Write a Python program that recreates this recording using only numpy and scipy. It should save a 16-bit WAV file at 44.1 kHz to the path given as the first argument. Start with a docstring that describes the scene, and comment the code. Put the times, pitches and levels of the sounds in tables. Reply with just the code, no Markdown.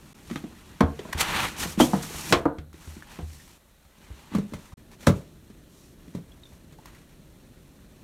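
"""A quiet room with a wooden shelf: a heavy book is knocked onto it, slid home between its neighbours and
pressed flush; someone shifts on the floor. After a silent gap paperbacks land on a stack.
Contacts are short thuds, clusters of decaying modes and noise slaps; ticks and a squeak are single tones.
Sliding covers, sleeves and rumble are shaped noise under one pressure curve, over steady room tone."""
import sys
import numpy as np
from scipy import signal
from scipy.fft import rfft, irfft, next_fast_len
from scipy.io import wavfile
from scipy.ndimage import uniform_filter1d, map_coordinates

SR = 44100
rng = np.random.default_rng(int(sys.argv[2]) if len(sys.argv) > 2 else 0)


def persist_wave(psi):
    """Save psi, clipped to +-1, as 16-bit WAV."""
    counts = np.round(np.clip(psi, -1, 1) * 32767).astype(np.int16)
    wavfile.write(sys.argv[1], SR, np.atleast_2d(counts).T)


def boost_factor(decibels):
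    """Convert a level in decibels to a linear amplitude factor."""
    exponent = np.asarray(decibels, float) / 20
    return 10 ** exponent


N = 354468

# Room tone spectrum: f/Hz, relative level/dB
TONE_SPECTRUM = [(12, -24), (20, 1.5), (63, 4.5), (123, -19), (187, -29.5), (388, -21.5), (542, -6),
                 (802, -16), (1000, -20), (2460, -27.5), (4180, -18), (4810, -33), (9140, -23.5),
                 (14300, -24), (16000, -33.5)]
TONE_RMS_DB = -62
# Steady backdrop, stepping to a new level: from t/s, low hum level/dB, soft rustle level/dB
BACKDROP = [(0, -54, -58.5), (2.4, -57.5, -72.5), (2.729, -61, -59.5), (3.578, -69.5, -67),
            (3.979, -59, -63), (4.77, -54, -64.5)]
# Sleeves and hands brushing past: middle t/s, length/s, level/dB, treble share/dB
STROKES = [(0.335, 0.24, -53.5, -2), (0.72, 1, -61.5, -6), (1.087, 0.3, -55.5, -4),
           (2.894, 0.31, -53.5, -1.5), (3.137, 0.24, -52, -4.5), (3.39, 0.41, -56.5, 0.5),
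           (4.24, 0.77, -59, -4.5), (4.354, .1, -50, -7.5), (4.617, 0.38, -57.5, -3),
           (4.931, 0.06, -56, -4), (5.039, 0.11, -53, -2), (5.133, 0.27, -55, -2.5),
           (5.814, 0.33, -63, 1.5), (6.148, 0.26, -65, -3), (6.5, 0.2, -64.5, -1),
           (6.92, 0.32, -61.5, -4.5)]
# Heavy book sliding home: t/s, pressure level/dB, speed as treble share/dB
SLIDE = [(1.145, -47, -6.5), (1.163, -49, -6.5), (1.209, -24, -1), (1.241, -36, -5), (1.415, -30.5, -7),
         (1.421, -32, -4), (1.441, -30, -6.5), (1.515, -43.5, -3), (1.555, -46.5, -5), (1.603, -31.5, 0),
         (1.639, -31, -3), (1.663, -41, -1), (1.725, -41, -1), (1.769, -54, -4), (1.805, -26, -1),
         (1.897, -43.5, 0), (2.015, -44, -2.5), (2.031, -38.5, 1.5), (2.077, -42.5, -1.5),
         (2.315, -35.5, -0.5)]
SLIDE_RELEASE_S, SLIDE_RELEASE_DB = 0.2, -37.5  # the slide dies away against the back wall
USUAL_SHARE_DB = -3
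# Short hard scuffs, cover on cover: t/s, level/dB before layer offsets, rise/s, fall/s
SCUFFS = [(1.13, -34.5, 0.0026, 0.0075), (1.183, -42, 0.0051, .02), (1.211, -26.5, 0.0057, 0.0072),
          (1.23, -46, 0.0017, 0.0041), (1.811, -37, 0.015, 0.012), (2.033, -55, .006, .008),
          (1.637, -49.5, .02, 0.018), (5.0715, -23.5, 0.003, 0.002), (6.877, -70, 0.017, 0.019)]
# Spectra of the rubbing layers: f/Hz, relative level/dB
RASP_SPECTRUM = [(260, -48), (450, -9), (688, -9), (830, -0.5), (900, -1.5), (2000, -4.5), (2600, -27),
                 (4400, -120)]
SCRATCH_SPECTRUM = [(1000, -29), (1700, -19), (2170, -6.5), (2320, 1), (2860, 1.5), (4800, -5.5),
                    (6240, -41.5), (10600, -120)]
HISS_SPECTRUM = [(2350, -27), (4000, -5), (4900, -1), (5670, -1), (11600, -6.5), (14900, -13),
                 (16000, -22.5)]
RUMBLE_SPECTRUM = [(15, -37), (25, -2), (70, 1.5), (113, -4.5), (149, 1), (243, -4.5), (369, -7.5),
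                   (545, -19), (626, -18), (700, -24), (910, -55.5), (1540, -120)]
RATTLE_SPECTRUM = [(250, -38), (450, -6.5), (800, -2), (1200, -4), (1700, -9.5), (2400, -41.5),
                   (4000, -120)]
RASP_DB, SCRATCH_DB, HISS_DB, RUMBLE_DB = -3.5, -4.5, -3, -10  # layer offsets to the pressure
RUMBLE_DB_PER_DB, SCRATCH_DB_PER_DB = 0.92, 0.038  # rumble slope; extra scratch about -40 dB
SHAKE_DB, SHAKE_T60_S = -30, 0.17  # boards rumble on after each contact
RATTLE_DB, RATTLE_T60_S = -11.5, 0.072  # neighbouring books rasp after an edge knock
# Contacts with the shelf: t/s, contact level/dB, thud f/Hz, edge knock level/dB, flat slap level/dB
# (knock and slap relative to the contact)
KNOCKS = [(0.299, -35.5, 259, 0, -3.5), (0.31, -20, 221, -33, -15.5), (0.357, -22, 271, -13.5, -8),
          (0.4389, -21.5, 234, -21, -26), (0.806, -5.5, 220, -5.5, -18), (0.834, -18, 73, -30.5, -37),
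          (0.991, -24.5, 410, -15, -10), (1.049, -31.5, 220, -2, -26), (1.087, -32, 220, -3, -18),
          (1.15, -22, 128, -19, -31), (1.654, -18, 170, -18, -22.5), (1.776, -14, 207, -35.5, -29.5),
          (1.800, -8, 201, -5, -22), (1.803, -2.5, 246.5, -22, -21.5), (1.933, -9.5, 195.4, -8, -34.5),
          (2.0, -32.5, 170.2, -12.5, -36), (2.105, -31.5, 450, -15, -28), (2.142, -23.5, 155, -13, -19),
          (2.307, -20, 195, -16, -29.5), (2.324, -6, 351, -3.5, 0), (2.362, -30.5, 80, -38.5, -36.5),
          (2.455, -10, 310, -5, -42), (2.584, -24, 150, -33, -16), (2.741, -35.5, 273, -21, -13),
          (2.874, -33, 120, -29, -16.5), (2.966, -30.5, 225, -38, -22), (3.187, -21, 166, -14.5, -23),
          (3.227, -32, 80, -39, -36)]
# Soft weight on the floor: columns as KNOCKS
THUMPS = [(3.849, -42.5, 132, -12, -14), (4.102, -28.5, 87, -28, -36), (4.315, -26, 202, -25, -25),
          (4.335, -21, 205, -22, -22), (4.348, -7.5, 205, -19, -21), (4.382, -10, 200, -21, -24),
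          (4.418, -40, 188, -28, -35), (4.521, -21.5, 207, -42, -26), (4.534, -16.5, 184, -15, -15),
          (4.721, -33, 120, -8, -24), (5.499, -28.5, 203, -33, -20.5), (6.076, -27.5, 267, -31, -22),
          (6.148, -14, 192, -21.5, -25), (6.184, -24, 185, -24, -35), (6.521, -36, 156, -16, -24.5),
          (6.722, -33, 190, -19, -13.5), (7.431, -35, 164, -18, -27)]
# Paperbacks brush, land on the stack and settle: columns as KNOCKS
LANDING = [(5.005, -40, 237, -22, 0), (5.027, -31.5, 180, -7, -6), (5.07, 4, 184, -12, -17.5),
           (5.092, -2, 177, -16.5, -41), (5.119, -16.5, 150, -20.5, -39)]
# Modes of the shelf boards: f/Hz, relative level/dB, nominal t60/s
SHELF_MODES = [(77.8, -3, 0.43), (149.8, -9, 0.78), (205, -9.5, 0.31), (272.8, -5.5, 0.13),
               (295.4, 0.5, 0.17), (348, -3.5, 0.11), (465, -1, 0.21), (510, -6, 0.14), (628, -2, 0.077),
               (699, -5, 0.18), (792, -0.5, 0.04), (953, -7, 0.057), (1037, -7, 0.16), (1197, -2.5, 0.081),
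               (1463, -18, 0.29), (1756, -8, .08), (2110, -20.5, 0.049), (2420, -22.5, .05)]
# Modes of floor and paper stack: f/Hz, relative level/dB, nominal t60/s
STACK_MODES = [(65.4, -3.5, 0.1), (97, -4.5, 0.25), (150, -1.5, 0.22), (175.4, 2, 0.23), (207, -2, 0.039),
               (287, 1.5, 0.068), (409, -3.5, 0.15), (398, 4.5, 0.14), (444, -2.5, 0.035),
               (544, 1.5, 0.066), (700, -12.5, 0.16), (900, -6.5, 0.11), (1091, 11.5, 0.033),
               (1510, -18, 0.058)]
# Drive of the lowest mode, more for a duller, heavier thud: thud f/Hz, level/dB
BOOM = [(85, -4.5), (140, -2.5), (200, -27), (300, -22)]
# Slap spectrum before tilt: f/Hz, relative level/dB
SLAP_SPECTRUM = [(710, -23), (1200, -9), (1720, -14.5), (2110, -9.5), (2830, -19), (3220, -13.5),
                 (6510, -9), (16000, -11)]
EDGE_SOFT_DB, EDGE_HARD_DB, EDGE_SOFT_HZ = -26, 2.5, 550  # a harder edge knocks higher
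# Nominal thud t60 for a -23.5 dB contact; stronger contacts last longer (dB of time per dB)
THUD_T60_S, THUD_GROWTH_DB_PER_DB = 0.061, 0.28
THUD_RISE_CYCLES, MODE_SCATTER_DB = 0.35, 2
# Room tail: f/Hz, t60/s
ROOM_T60 = [(100, 0.24), (500, 0.33), (2000, 0.18), (8000, 0.077)]
# Small dry ticks: t/s, ring level/dB, f/Hz, t60/s, click level over ring/dB
TICKS = [(0.807, -15, 1553, .03, -15), (1.129, -40.5, 2520, 0.0044, 5.5), (1.388, -34, 900, 0.008, -2),
         (1.403, -21, 2560, 0.028, -4.5), (1.447, -27, 2050, 0.0082, -7), (2.4545, -19, 978, 0.021, -39),
         (2.599, -54, 1630, 0.02, -5), (2.730, -44, 1274, 0.0089, -6), (3.024, -31, 1720, 0.014, -29),
         (3.399, -49, 1820, 0.096, -9), (4.915, -50, 2550, 0.014, 1), (6.319, -48, 3310, 0.037, -14),
         (6.435, -41, 3760, .03, -26), (6.455, -47, 3570, 0.081, -19), (6.787, -44, 900, .05, -13),
         (6.857, -37, 1060, 0.018, -2.5), (6.948, -50.5, 1940, 0.079, 1)]
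# Cover squeaking as it wedges in: t/s, f/Hz, level/dB
SQUEAK = [(1.80, 2980, -51.5), (1.809, 3050, -21), (1.829, 3190, -27.5), (1.848, 3540, -43.5),
          (1.87, 3780, -59.5)]
MIC_LOW_CUT_HZ = 45.4  # the microphone picks up little deep bass from the contacts
# Dips of the microphone housing: centre f/Hz, width/Hz, level/dB
MIC_DIPS = [(4900, 440, -4), (10550, 400, -4)]
# Silences: from t/s, to t/s
GAPS = [(0.134, 0.142), (4.741, 4.770)]


def unit(x):
    """Scales to rms 1."""
    return x / np.sqrt(np.mean(x ** 2) + 1e-20)


def along(points, hz):
    """Interpolates (Hz, value) points on a log frequency axis."""
    f, v = np.transpose(points)
    return np.interp(np.log(hz + 1), np.log(f + 1), v)


def coloured(x, spectrum):
    """Filters x through a (Hz, dB) spectrum, then scales to rms 1."""
    m = next_fast_len(len(x) + 8192)
    gain = boost_factor(along(spectrum, np.fft.rfftfreq(m, 1 / SR)))
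    return unit(irfft(rfft(x, m) * gain, m)[:len(x)])


def tilted(spectrum, db_per_octave):
    """Leans the spectrum up or down above 3 kHz."""
    return [(hz, db + db_per_octave * max(np.log2(hz / 3000), 0)) for hz, db in spectrum]


def wobble(knots_per_s):
    """Smooth random curve through normal knots."""
    knots = rng.standard_normal(int(N * knots_per_s / SR) + 4)
    return map_coordinates(knots, [np.arange(N) * knots_per_s / SR])


def add(track, s, sound):
    """Mixes a sound in at time s."""
    part = track[round(s * SR):][:len(sound)]
    part += sound[:len(part)]


def room_tone():
    """Steady quiet hum and hiss: noise through a fixed spectrum."""
    return boost_factor(TONE_RMS_DB) * coloured(rng.standard_normal(N), TONE_SPECTRUM)


def grainy(per_s, spread_db, share):
    """Noise with slip impulses of widely spread size on top."""
    sizes = rng.standard_normal(N) * boost_factor(spread_db * rng.exponential(size=N))
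    slips = (rng.random(N) < per_s / SR) * sizes
    return rng.standard_normal(N) + share * unit(slips)


def patchy(x, depth_db):
    """Resonances come and go as the touching area wanders: a smoothed random time-frequency gain."""
    z = signal.stft(x, nperseg=512)[2]
    field = uniform_filter1d(rng.standard_normal(z.shape), size=5, axis=0)
    field = uniform_filter1d(field, size=6, axis=1)
    return unit(signal.istft(z * boost_factor(depth_db * unit(field)), nperseg=512)[1][:N])


def aftermath(times_s, levels_db, t60_s):
    """Envelope that swells at each time and dies away."""
    out, t = np.zeros(N), np.arange(SR // 2) / SR
    for s, db in zip(times_s, levels_db):
        add(out, s, boost_factor(db - 60 * t / t60_s) * (1 - np.exp(-t / 0.011)))
    return out


def pressure(t):
    """Sums slide, backdrop and strokes into one rubbing level (dB) and one speed (dB of treble lean)."""
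    end_s, end_db, end_share_db = SLIDE[-1]
    release = (end_s + SLIDE_RELEASE_S, end_db + SLIDE_RELEASE_DB, end_share_db - 7.5)
    s, db, share_db = np.transpose([*SLIDE, release])
    from_s, _, rustle_db = np.transpose(BACKDROP)
    powers = [boost_factor(2 * np.interp(t, s, db, -120, -120)),
              boost_factor(2 * rustle_db[np.searchsorted(from_s[1:], t)])]
    shares_db = [np.interp(t, s, share_db), USUAL_SHARE_DB]
    for middle_s, length_s, stroke_db, stroke_share_db in STROKES:
        swell = np.cos(np.pi * np.clip((t - middle_s) / length_s, -0.5, 0.5)) ** 2
        powers.append(boost_factor(2 * stroke_db) * swell)
        shares_db.append(stroke_share_db)
    total = sum(powers)
    mean_share_db = sum(p * share for p, share in zip(powers, shares_db)) / total
    return 10 * np.log10(total), 1.7 * (mean_share_db - USUAL_SHARE_DB)


def rubbing():
    """Covers slide in gritty slips: faster is brighter; the boards shake under the weight."""
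    t = np.arange(N) / SR
    db, speed_db = pressure(t)
    contact_s, contact_db, _, knock_db, _ = np.transpose(KNOCKS + THUMPS + LANDING)
    hum_s, hum_db, _ = np.transpose(BACKDROP)
    grip, judder = wobble(30), wobble(150)  # uneven pressure, shared by rasp, scratch and hiss
    scuff = np.zeros(N)
    for s, scuff_db, rise_s, fall_s in SCUFFS:
        scuff += boost_factor(scuff_db) * np.exp(-((t - s) / np.where(t < s, rise_s, fall_s)) ** 2)

    rasp_db = db + RASP_DB - speed_db + 0.5 * grip + 0.57 * judder
    rasp = boost_factor(rasp_db) + boost_factor(3.5) * scuff
    scratch_db = db + SCRATCH_DB + SCRATCH_DB_PER_DB * (db + 40) - 0.66 * speed_db
    scratch = boost_factor(scratch_db + 0.89 * grip + 0.5 * judder) + boost_factor(-1.5) * scuff
    hiss_db = db + HISS_DB + 0.6 * speed_db + 0.76 * grip + 0.96 * judder
    hiss = boost_factor(hiss_db) + boost_factor(-2) * scuff
    rattle = aftermath(contact_s, contact_db + knock_db + RATTLE_DB, RATTLE_T60_S)

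    weight = boost_factor(RUMBLE_DB + RUMBLE_DB_PER_DB * (db - 0.4 * speed_db))
    shake = aftermath(contact_s, contact_db + SHAKE_DB, SHAKE_T60_S)
    hum = boost_factor(hum_db[np.searchsorted(hum_s[1:], t)])
    rumble = (weight + shake + hum) * boost_factor(0.37 * wobble(21))

    grit = patchy(grainy(per_s=1400, spread_db=1, share=0.64), depth_db=1.5)
    fine = grainy(per_s=3100, spread_db=-3, share=0.39)
    out = rattle * coloured(grit, RATTLE_SPECTRUM)
    out += rasp * coloured(grit, RASP_SPECTRUM)
    out += scratch * coloured(grit, SCRATCH_SPECTRUM)
    out += hiss * coloured(fine, HISS_SPECTRUM)
    return out + rumble * coloured(rng.standard_normal(N), RUMBLE_SPECTRUM)


def blows(table, modes, ring_db, focus_db, detune, waver, slap_t60_s, rise_s, dull_db_per_octave,
          damping, thud_share, hard_hz):
    """Each contact thuds for a few cycles, rings the modes near its own pitches hardest and slaps."""
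    out, t = np.zeros(N), np.arange(SR // 3) / SR
    hz, mode_db, t60_s = np.repeat(modes, repeats=3, axis=0).T  # loaded boards split modes into clusters
    # neighbouring modes start in opposite directions
    sign = np.repeat((-1.0) ** np.arange(len(modes)), repeats=3)
    for s, db, thud_hz, knock_db, slap_db in table:
        hard = np.clip((knock_db - EDGE_SOFT_DB) / (EDGE_HARD_DB - EDGE_SOFT_DB), 0, 1)
        knock_hz = EDGE_SOFT_HZ * (hard_hz / EDGE_SOFT_HZ) ** hard
        lasts = boost_factor(THUD_GROWTH_DB_PER_DB * (db + 23.5)) * damping

        push = [(80, along(BOOM, thud_hz)), (140, ring_db), (400, ring_db), (560, knock_db),
                (1.3 * knock_hz + 100, knock_db), (3 * knock_hz, knock_db - 13.5)]
        near_thud = np.exp(-(np.log(hz / thud_hz) / 0.42) ** 2)
        near_knock = np.exp(-(np.log(hz / knock_hz) / 0.12) ** 2)
        size_db = db + along(push, hz) + focus_db * (near_thud + near_knock) + mode_db - 13.5
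        size = sign * boost_factor(size_db + rng.normal(0, MODE_SCATTER_DB, len(hz)))

        pitch_hz = hz * (1 + detune * np.sqrt(hz / 500) * rng.standard_normal(len(hz)))
        life_s = t60_s * np.where(hz < 90, 1, 0.6 * lasts) * np.exp(0.24 * rng.standard_normal(len(hz)))
        cycles = pitch_hz[:, None] * t
        walk = np.cumsum(rng.standard_normal((len(hz), len(t) // 32 + 1)), axis=1)
        walk = uniform_filter1d(np.repeat(walk, repeats=32, axis=1), size=32, axis=1)[:, :len(t)]
        blur = waver * hz[:, None] / 1000 * walk  # loose books blur the higher modes into noise
        # second term: extra force while in contact
        fade = boost_factor(-60 * t / life_s[:, None]) + boost_factor(3.5 - 60 * cycles / 8)
        start = np.sin(np.pi / 2 * np.clip(cycles / 0.21, 0, 1)) ** 2
        ring = size @ (np.sin(2 * np.pi * cycles + blur) * fade * start)

        thud_fade = boost_factor(db - 3.5 - 60 * t / (THUD_T60_S * lasts * thud_share))
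        thud_start = 1 - np.exp(-thud_hz * t / THUD_RISE_CYCLES)
        thud = thud_fade * np.sin(2 * np.pi * thud_hz * t) * thud_start

        crack = coloured(rng.standard_normal(len(t)), tilted(SLAP_SPECTRUM, dull_db_per_octave))
        crack *= boost_factor(-60 * t / slap_t60_s)
        air = coloured(rng.standard_normal(len(t)), tilted(SLAP_SPECTRUM, dull_db_per_octave - 4))
        air *= boost_factor(-9 - 60 * t / 0.12)  # squeezed from the pages
        slap = boost_factor(db + slap_db) * (crack + air)
        add(out, s, (thud + ring + slap) * np.clip(t / rise_s, 0, 1) ** 2)  # an edge lands gradually
    return out


def shelf_knocks():
    """Book on wooden boards: bright modes, lightly damped, with a dull slap."""
    return blows(KNOCKS, SHELF_MODES, ring_db=-12.5, focus_db=6.5, detune=0.04, waver=0.45,
                 slap_t60_s=0.031, rise_s=0.0012, dull_db_per_octave=-13,
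                 damping=1.19, thud_share=0.88, hard_hz=1110)


def room_tail(x):
    """A small room's tail: decaying noise, drawn anew for every third of a second."""
    out, step = np.zeros(N), SR // 3
    for start in range(0, N, step):
        hz, t, z = signal.stft(rng.standard_normal(SR // 2), SR, nperseg=256)
        decay = boost_factor(-60 * t / along(ROOM_T60, hz)[:, None])
        tail = signal.istft(z * decay, SR, nperseg=256)[1]
        wet = signal.fftconvolve(x[start:start + step], tail / np.linalg.norm(tail))
        add(out, start / SR + 0.004, wet)
    return out


def ticks():
    """A click that rings briefly at one pitch, with a wavering phase."""
    out, t = np.zeros(N), np.arange(SR // 8) / SR
    for s, db, hz, t60_s, click_db in TICKS:
        waver = np.cumsum(rng.standard_normal(len(t))) * 0.08
        ring = boost_factor(-60 * t / t60_s) * np.sin(2 * np.pi * hz * t + waver)
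        click = coloured(rng.standard_normal(len(t)), tilted(SLAP_SPECTRUM, -3.3))
        click *= boost_factor(click_db - 60 * t / 0.021) * (1 - np.exp(-t / 0.00062))
        add(out, s, boost_factor(db) * (ring + click))
    return out


def squeak():
    """A rough tone that climbs as the cover tightens: a sine with jittered pitch."""
    s, hz, db = np.transpose(SQUEAK)
    t = np.arange(N) / SR
    pitch_hz = np.interp(t, s, hz) * (1 + 0.037 * wobble(600))
    phase = 2 * np.pi * np.cumsum(pitch_hz) / SR
    return boost_factor(np.interp(t, s, db, -120, -120)) * np.sin(phase)


def floor_thumps():
    """Soft weight on the floor: low modes, weakly driven, with a gradual onset."""
    return blows(THUMPS, STACK_MODES, ring_db=-18.5, focus_db=7, detune=0.033, waver=0.57,
                 slap_t60_s=0.017, rise_s=0.003, dull_db_per_octave=-5,
                 damping=0.76, thud_share=0.94, hard_hz=1110)


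def paperback_landing():
    """Paperbacks on a stack: the same modes cut short, with a brief thud."""
    return blows(LANDING, STACK_MODES, ring_db=-15.5, focus_db=4.5, detune=0.038, waver=0.57,
                 slap_t60_s=0.013, rise_s=0.0029, dull_db_per_octave=-5,
                 damping=0.47, thud_share=0.44, hard_hz=557)


def scene():
    """Near contacts with their room tail, over rubbing and room tone."""
    hits = shelf_knocks() + ticks() + squeak() + floor_thumps() + paperback_landing()
    low_cut = signal.butter(2, MIC_LOW_CUT_HZ, "high", fs=SR, output="sos")
    hits = signal.sosfilt(low_cut, hits)
    return (hits + boost_factor(-12.5) * room_tail(hits) + rubbing() + room_tone())[None]


def band_limit(x):
    """A steep low-pass at the top of the band."""
    return signal.sosfilt(signal.butter(12, 15850, fs=SR, output="sos"), x)


def record(dry):
    """The housing dips the treble; two short stretches are silent; loud peaks round off."""
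    t, hz = np.arange(N) / SR, np.fft.rfftfreq(N, 1 / SR)
    dips_db = sum(db * np.exp(-((hz - centre_hz) / width_hz) ** 2) for centre_hz, width_hz, db in MIC_DIPS)
    x = irfft(rfft(dry) * boost_factor(dips_db), N)
    for from_s, to_s in GAPS:
        x = x * np.clip(np.maximum((from_s - t) / 0.0039, (t - to_s) / 0.0065), 0, 1)  # fade out, fade in
    x = x / (1 + np.abs(x / 0.95) ** 4) ** (1 / 4)
    return band_limit(x)


dry = scene()
out = record(dry)
persist_wave(out)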